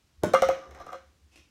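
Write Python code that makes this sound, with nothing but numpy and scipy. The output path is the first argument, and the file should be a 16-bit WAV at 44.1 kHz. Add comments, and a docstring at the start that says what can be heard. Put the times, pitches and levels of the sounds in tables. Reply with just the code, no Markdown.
"""Toy putt into a plastic cup.

A toy club taps a hollow plastic ball across a carpet into a plastic cup lying on its side.
The ball knocks three times, ringing the cup's body, wall and air, then rolls and rattles to rest.
The floor thumps softly, the lifted club clicks, and a small room answers over a low house hum."""
import sys
import numpy as np
from scipy import signal
from scipy.fft import rfft, irfft, next_fast_len
from scipy.io import wavfile

SR = 44100
rng = np.random.default_rng(int(sys.argv[2]) if len(sys.argv) > 2 else 0)


def generate_wav(sig):
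    """Save sig (samples, or channels by samples) to the path in sys.argv[1] as 16-bit PCM at SR."""
    pcm = np.round(np.clip(np.atleast_2d(sig).T, -1, 1) * 32767).astype(np.int16)
    wavfile.write(sys.argv[1], SR, pcm)


N = 66150

# ball-cup contacts [t/s, air level/dB, body level/dB, wall level/dB, click level/dB]
CONTACTS = [(.3360, -15, -9.5, -18.5, -25), (.3440, -54, -20.5, -18, -27), (.3475, -59, -26.5, -8, -45),
            (.3610, -35, -46, -24, -65), (.4213, -19.5, -11.5, -29.5, -24.5),
            (.4325, -23.5, -25.5, -22.5, -58), (.4870, -19.5, -13.5, -56, -30),
            (.4980, -30, -51, -24, -66.5), (.7100, -68, -69, -64, -50), (0.748, -50, -74, -79, -49),
            (0.8021, -66, -34.5, -47.5, -50.5), (.8650, -52, -37, -41.5, -48), (0.8903, -53, -46, -39, -61),
            (0.92, -68, -37.5, -37, -54), (0.9294, -47.5, -29.5, -35, -43), (.9415, -36.5, -41.5, -32, -82)]
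# cup modes: whole body, then thin wall [f/Hz, level/dB, t60/s]
CUP_MODES = [(548.4, -5.5, 0.065), (716.7, 3, 0.035), (896, -21, 0.14), (1016, -7, 0.048),
             (1193.4, -0.5, .065), (1257.8, -1, .065), (1449, -21, .08), (1568, -16, .11),
             (1951, -24, 0.068), (2043, -25.5, 0.1103), (2099, -19, .11), (2420, -24, 0.036),
             (2814, -28.5, 0.13), (3322, -25.5, 0.14), (4130, -30.5, 0.1213)]
# air mode of the cup [f/Hz, level/dB, t60/s]
CUP_AIR_MODE = [(533, 0, .195)]
# contact click spectrum [f/Hz, level/dB]
CLICK_SPECTRUM = [(500, 11), (2000, 3), (4000, -3), (4800, -3.5), (6000, 6), (7700, -5), (8900, 2),
                  (10300, -20), (12000, -4.5), (15500, -14)]
# plastic shell spectrum [f/Hz, level/dB]
SHELL_SPECTRUM = [(400, -6), (1000, 1.5), (1500, 11.5), (1700, 4.5), (2150, 11.5), (2530, -5), (2900, 3),
                  (3300, -1.5), (3600, -4.5), (4050, 0.5), (4700, -11.5), (5600, 0), (6700, -5.5),
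                  (7700, -13.5), (8900, -17), (10300, -29.5), (12000, -13.5), (15500, -36.5)]
# carpeted floor thud spectrum [f/Hz, level/dB]
THUD_SPECTRUM = [(30, -34.5), (70, -11.5), (120, -3), (250, -1.5), (450, -4), (700, -14.5), (1500, -16),
                 (5000, -63.5)]
# envelope of the rolling ball [t/s, level/dB]
ROLL_ENVELOPE = [(.55, -45.5), (.62, -57), (.69, -59), (.74, -60), (0.809, -48.5), (.85, -52), (.93, -51),
                 (0.964, -48.5), (0.986, -83), (1.1, -100)]
# floor rumble under the ball [f/Hz, level/dB]
RUMBLE_SPECTRUM = [(60, -8), (130, -1.5), (230, -7.5), (340, 1.5), (470, 1.5), (600, -5), (1000, -10),
                   (1500, -39), (5000, -57)]
# modes of club head and ball [f/Hz, level/dB, t60/s]
PUTT_MODES = [(248, -24, 0.018), (389, 6.5, 0.016), (607, -5.5, 0.12), (903, -7.5, 0.043),
              (1472, -28.5, 0.21), (2285, -31, 0.17)]
# club face spectrum [f/Hz, level/dB]
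FACE_SPECTRUM = [(600, -6), (1500, 0.5), (2100, -1), (2800, -4.5), (4000, 2.5), (4700, -2), (5500, 1.5),
                 (7500, 2), (8300, -6.5), (10300, -4.5), (13000, -7.5), (15500, -14)]
# hollow shaft spectrum [f/Hz, level/dB]
SHAFT_SPECTRUM = [(120, -38.5), (300, 12.5), (420, 0), (560, 4.5), (900, -2.5), (1700, -4), (2500, 8.5),
                  (4000, -4), (5200, 1.5), (8000, -6.5), (10300, -11.5), (12000, -12.5), (15500, -32.5)]
# clicks of the lifted club [t/s, level/dB]
LIFT_CLICKS = [(1.358, -50), (1.376, -55)]
# floor thumps [t/s, level/dB, rise/s]
THUMPS = [(0.175, -47.5, 0.02), (0.45, -44.5, 0.033), (0.67, -47.5, 0.047), (.79, -47, 0.017),
          (0.968, -61.5, 0.11), (1.21, -55.5, 0.033), (1.376, -56.5, 0.024)]
# near wall echoes [delay/s, level/dB]
WALL_ECHOES = [(0.0092, -17), (0.0259, -15)]
# room decay [f/Hz, t60/s]
ROOM_DECAY = [(100, .5), (500, .38), (1500, .4), (3000, .4), (6000, .42), (9000, .34), (15000, .27)]
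# response of the carpeted room [f/Hz, level/dB]
ROOM_COLOUR = [(100, -2.5), (300, 0), (1000, 1), (3000, 4), (6000, 0), (9000, -3.5), (15000, -4.5)]
# house hum spectrum [f/Hz, level/dB]
HUM_SPECTRUM = [(20, -38), (45, -7.5), (75, 2.5), (110, -7.5), (220, -12), (350, -14.5), (550, -21.5),
                (1800, -23), (6000, -25), (16000, -40)]

BODY_ATTACK_S, WALL_ATTACK_S, MODE_SCATTER_DB = .003, .002, 2.5


def cup_knocks(wall_from_hz=950, shell_db=-4, thud_db=-25.5):
    """Each contact clicks, rings the cup and its air, and presses it on the floor: (ring, noise)."""
    body_modes = [mode for mode in CUP_MODES if mode[0] < wall_from_hz]
    wall_modes = [mode for mode in CUP_MODES if mode[0] >= wall_from_hz]
    out = np.zeros((2, N))
    for at_s, air_db, body_db, wall_db, click_db in CONTACTS:
        air = amp(air_db) * ring(CUP_AIR_MODE, BODY_ATTACK_S)
        body = amp(body_db) * ring(body_modes, BODY_ATTACK_S)
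        wall = amp(wall_db) * ring(wall_modes, WALL_ATTACK_S)
        click = burst(CLICK_SPECTRUM, t60_s=.011) + amp(shell_db) * burst(SHELL_SPECTRUM, t60_s=.075)
        thud = amp(body_db + thud_db) * burst(THUD_SPECTRUM, t60_s=.14)
        out[0] += delayed(air + body + wall, at_s)
        out[1] += delayed(amp(click_db) * click + thud, at_s)
    return out


def ball_roll(ticks_per_s=300, max_t60_s=.06, grit_db=-8):
    """The ball's uneven skin ticks along the cup wall and rumbles the floor: (ring + rumble, grit)."""
    ticks = (rng.random(N) < ticks_per_s / SR) * np.tanh(rng.standard_normal(N))
    envelope = amp(np.interp(clock(), *np.transpose(ROLL_ENVELOPE), left=-120, right=-120))
    damped_modes = [(hz, db, min(t60_s, max_t60_s)) for hz, db, t60_s in CUP_MODES[1:]]
    cup = unit(signal.fftconvolve(ticks, ring(damped_modes, WALL_ATTACK_S))[:N])
    grit = unit(signal.fftconvolve(ticks, burst(SHELL_SPECTRUM, t60_s=.013))[:N])
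    return np.array([envelope * cup + floor_rumble(), envelope * amp(grit_db) * grit])


def floor_rumble(from_s=.597, to_s=1, fade_s=.093, level_db=-56):
    """The floor carries the rolling ball as low noise."""
    t = clock()
    envelope = np.clip(np.minimum(t - from_s, to_s - t) / fade_s, 0, 1)
    return amp(level_db) * envelope * noise(RUMBLE_SPECTRUM)


def putt(at_s=.2352, level_db=-11, echo_s=.0103, brush_db=-34, brush_rise_s=.0041):
    """The club brushes the carpet and pops the ball; the click echoes off a wall: (ring, noise)."""
    face = burst(FACE_SPECTRUM, t60_s=.005)
    shell = amp(-19) * burst(FACE_SPECTRUM, t60_s=.06)
    click = amp(-12) * (face + shell)
    echo = amp(-6) * delayed(click, echo_s)
    thud = amp(-13) * burst(THUD_SPECTRUM, t60_s=.16)
    hit = amp(level_db) * (click + echo + thud)
    brush = amp(brush_db) * noise(THUD_SPECTRUM) * np.exp(-abs(clock() - at_s) / brush_rise_s)
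    pop = amp(level_db) * ring(PUTT_MODES, attack_s=.0015)
    return np.array([delayed(pop, at_s), delayed(hit, at_s) + brush])


def club_lift(scuff_s=1.34, scuff_db=-64, half_width_s=.025):
    """The hollow club scuffs and clicks softly as it comes off the carpet."""
    out = amp(scuff_db) * noise(SHAFT_SPECTRUM) * np.exp(-((clock() - scuff_s) / half_width_s) ** 2)
    for at_s, db in LIFT_CLICKS:
        click = burst(SHAFT_SPECTRUM, t60_s=.02) + amp(-6) * burst(SHAFT_SPECTRUM, t60_s=.18)
        out += delayed(amp(db) * click, at_s)
    return out


def floor_thumps(floor_hz=70.6):
    """The floor booms softly under shifting weight."""
    t = clock()
    out = np.zeros(N)
    for at_s, db, rise_s in THUMPS:
        envelope = (t / rise_s) ** 2 * np.exp(2 * (1 - t / rise_s))
        out += delayed(amp(db) * envelope * np.sin(2 * np.pi * floor_hz * t), at_s)
    return out


def room_tail(x, build_s=.01):
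    """Diffuse reverberation of x; each frequency dies at its own rate."""
    hz, t, spectra = signal.stft(rng.standard_normal(N), SR, nperseg=256)
    spectra = spectra * decay(t, along(ROOM_DECAY, hz)[:, None])
    impulse = signal.istft(spectra, SR, nperseg=256)[1][:N]
    impulse *= 1 - np.exp(-(clock() / build_s) ** 2)
    tail = signal.fftconvolve(x, impulse / np.linalg.norm(impulse))[:N]
    return filtered(tail, lambda hz: amp(along(ROOM_COLOUR, hz)))


def house_hum(level_db=-67.5):
    """Steady low noise of the house."""
    return amp(level_db) * noise(HUM_SPECTRUM)


def ring(modes, attack_s):
    """Damped modes; their levels scatter from strike to strike."""
    t = clock()[:SR // 2]
    tones = np.zeros(len(t))
    for hz, db, t60_s in modes:
        gain = amp(db + MODE_SCATTER_DB * rng.standard_normal())
        tones += gain * np.sin(2 * np.pi * hz * t) * decay(t, t60_s)
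    attack = 1 - np.exp(-(t / attack_s) ** 2)
    return np.pad(tones * attack, (0, N - len(t)))


def burst(spectrum, t60_s, size=16384):
    """Coloured noise: instant onset, exponential decay."""
    gains = amp(along(spectrum, np.fft.rfftfreq(size, 1 / SR)))
    coloured = unit(irfft(rfft(rng.standard_normal(size)) * gains))
    return np.pad(coloured * decay(np.arange(size) / SR, t60_s), (0, N - size))


def noise(spectrum):
    """Coloured noise, rms 1."""
    return unit(filtered(rng.standard_normal(N), lambda hz: amp(along(spectrum, hz))))


def filtered(x, response):
    """Zero-phase filter with gain response(hz)."""
    size = next_fast_len(N + SR // 2)
    return irfft(rfft(x, size) * response(np.fft.rfftfreq(size, 1 / SR)), size)[:N]


def along(points, hz):
    """Interpolate (f/Hz, value) points on a log frequency axis."""
    point_hz, values = np.transpose(points)
    return np.interp(np.log(hz + 1), np.log(point_hz + 1), values)


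def delayed(x, delay_s):
    return np.pad(x, (max(0, round(delay_s * SR)), 0))[:N]


def decay(t, t60_s):
    return np.exp(-np.log(1000) * t / t60_s)


def amp(db):
    return 10 ** (np.asarray(db) / 20)


def unit(x):
    return x / np.sqrt(np.mean(x ** 2) + 1e-20)


def clock():
    return np.arange(N) / SR


def scene(click_send_db=-5, ring_send_db=-16):
    """Direct sound, wall echoes, room tail, thumps and hum; mono."""
    rings, clicks = putt() + cup_knocks() + ball_roll()
    clicks = clicks + club_lift()
    echoes = sum(amp(db) * delayed(clicks, delay_s) for delay_s, db in WALL_ECHOES)
    tail = room_tail(amp(click_send_db) * clicks + amp(ring_send_db) * rings)
    return (rings + clicks + echoes + tail + floor_thumps() + house_hum())[None]


def record(dry):
    """Steep low-pass."""
    cutoff_hz = 15900
    return filtered(dry[0], lambda hz: 1 / np.sqrt(1 + (hz / cutoff_hz) ** 120))[None]


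dry = scene()
out = record(dry)
generate_wav(out)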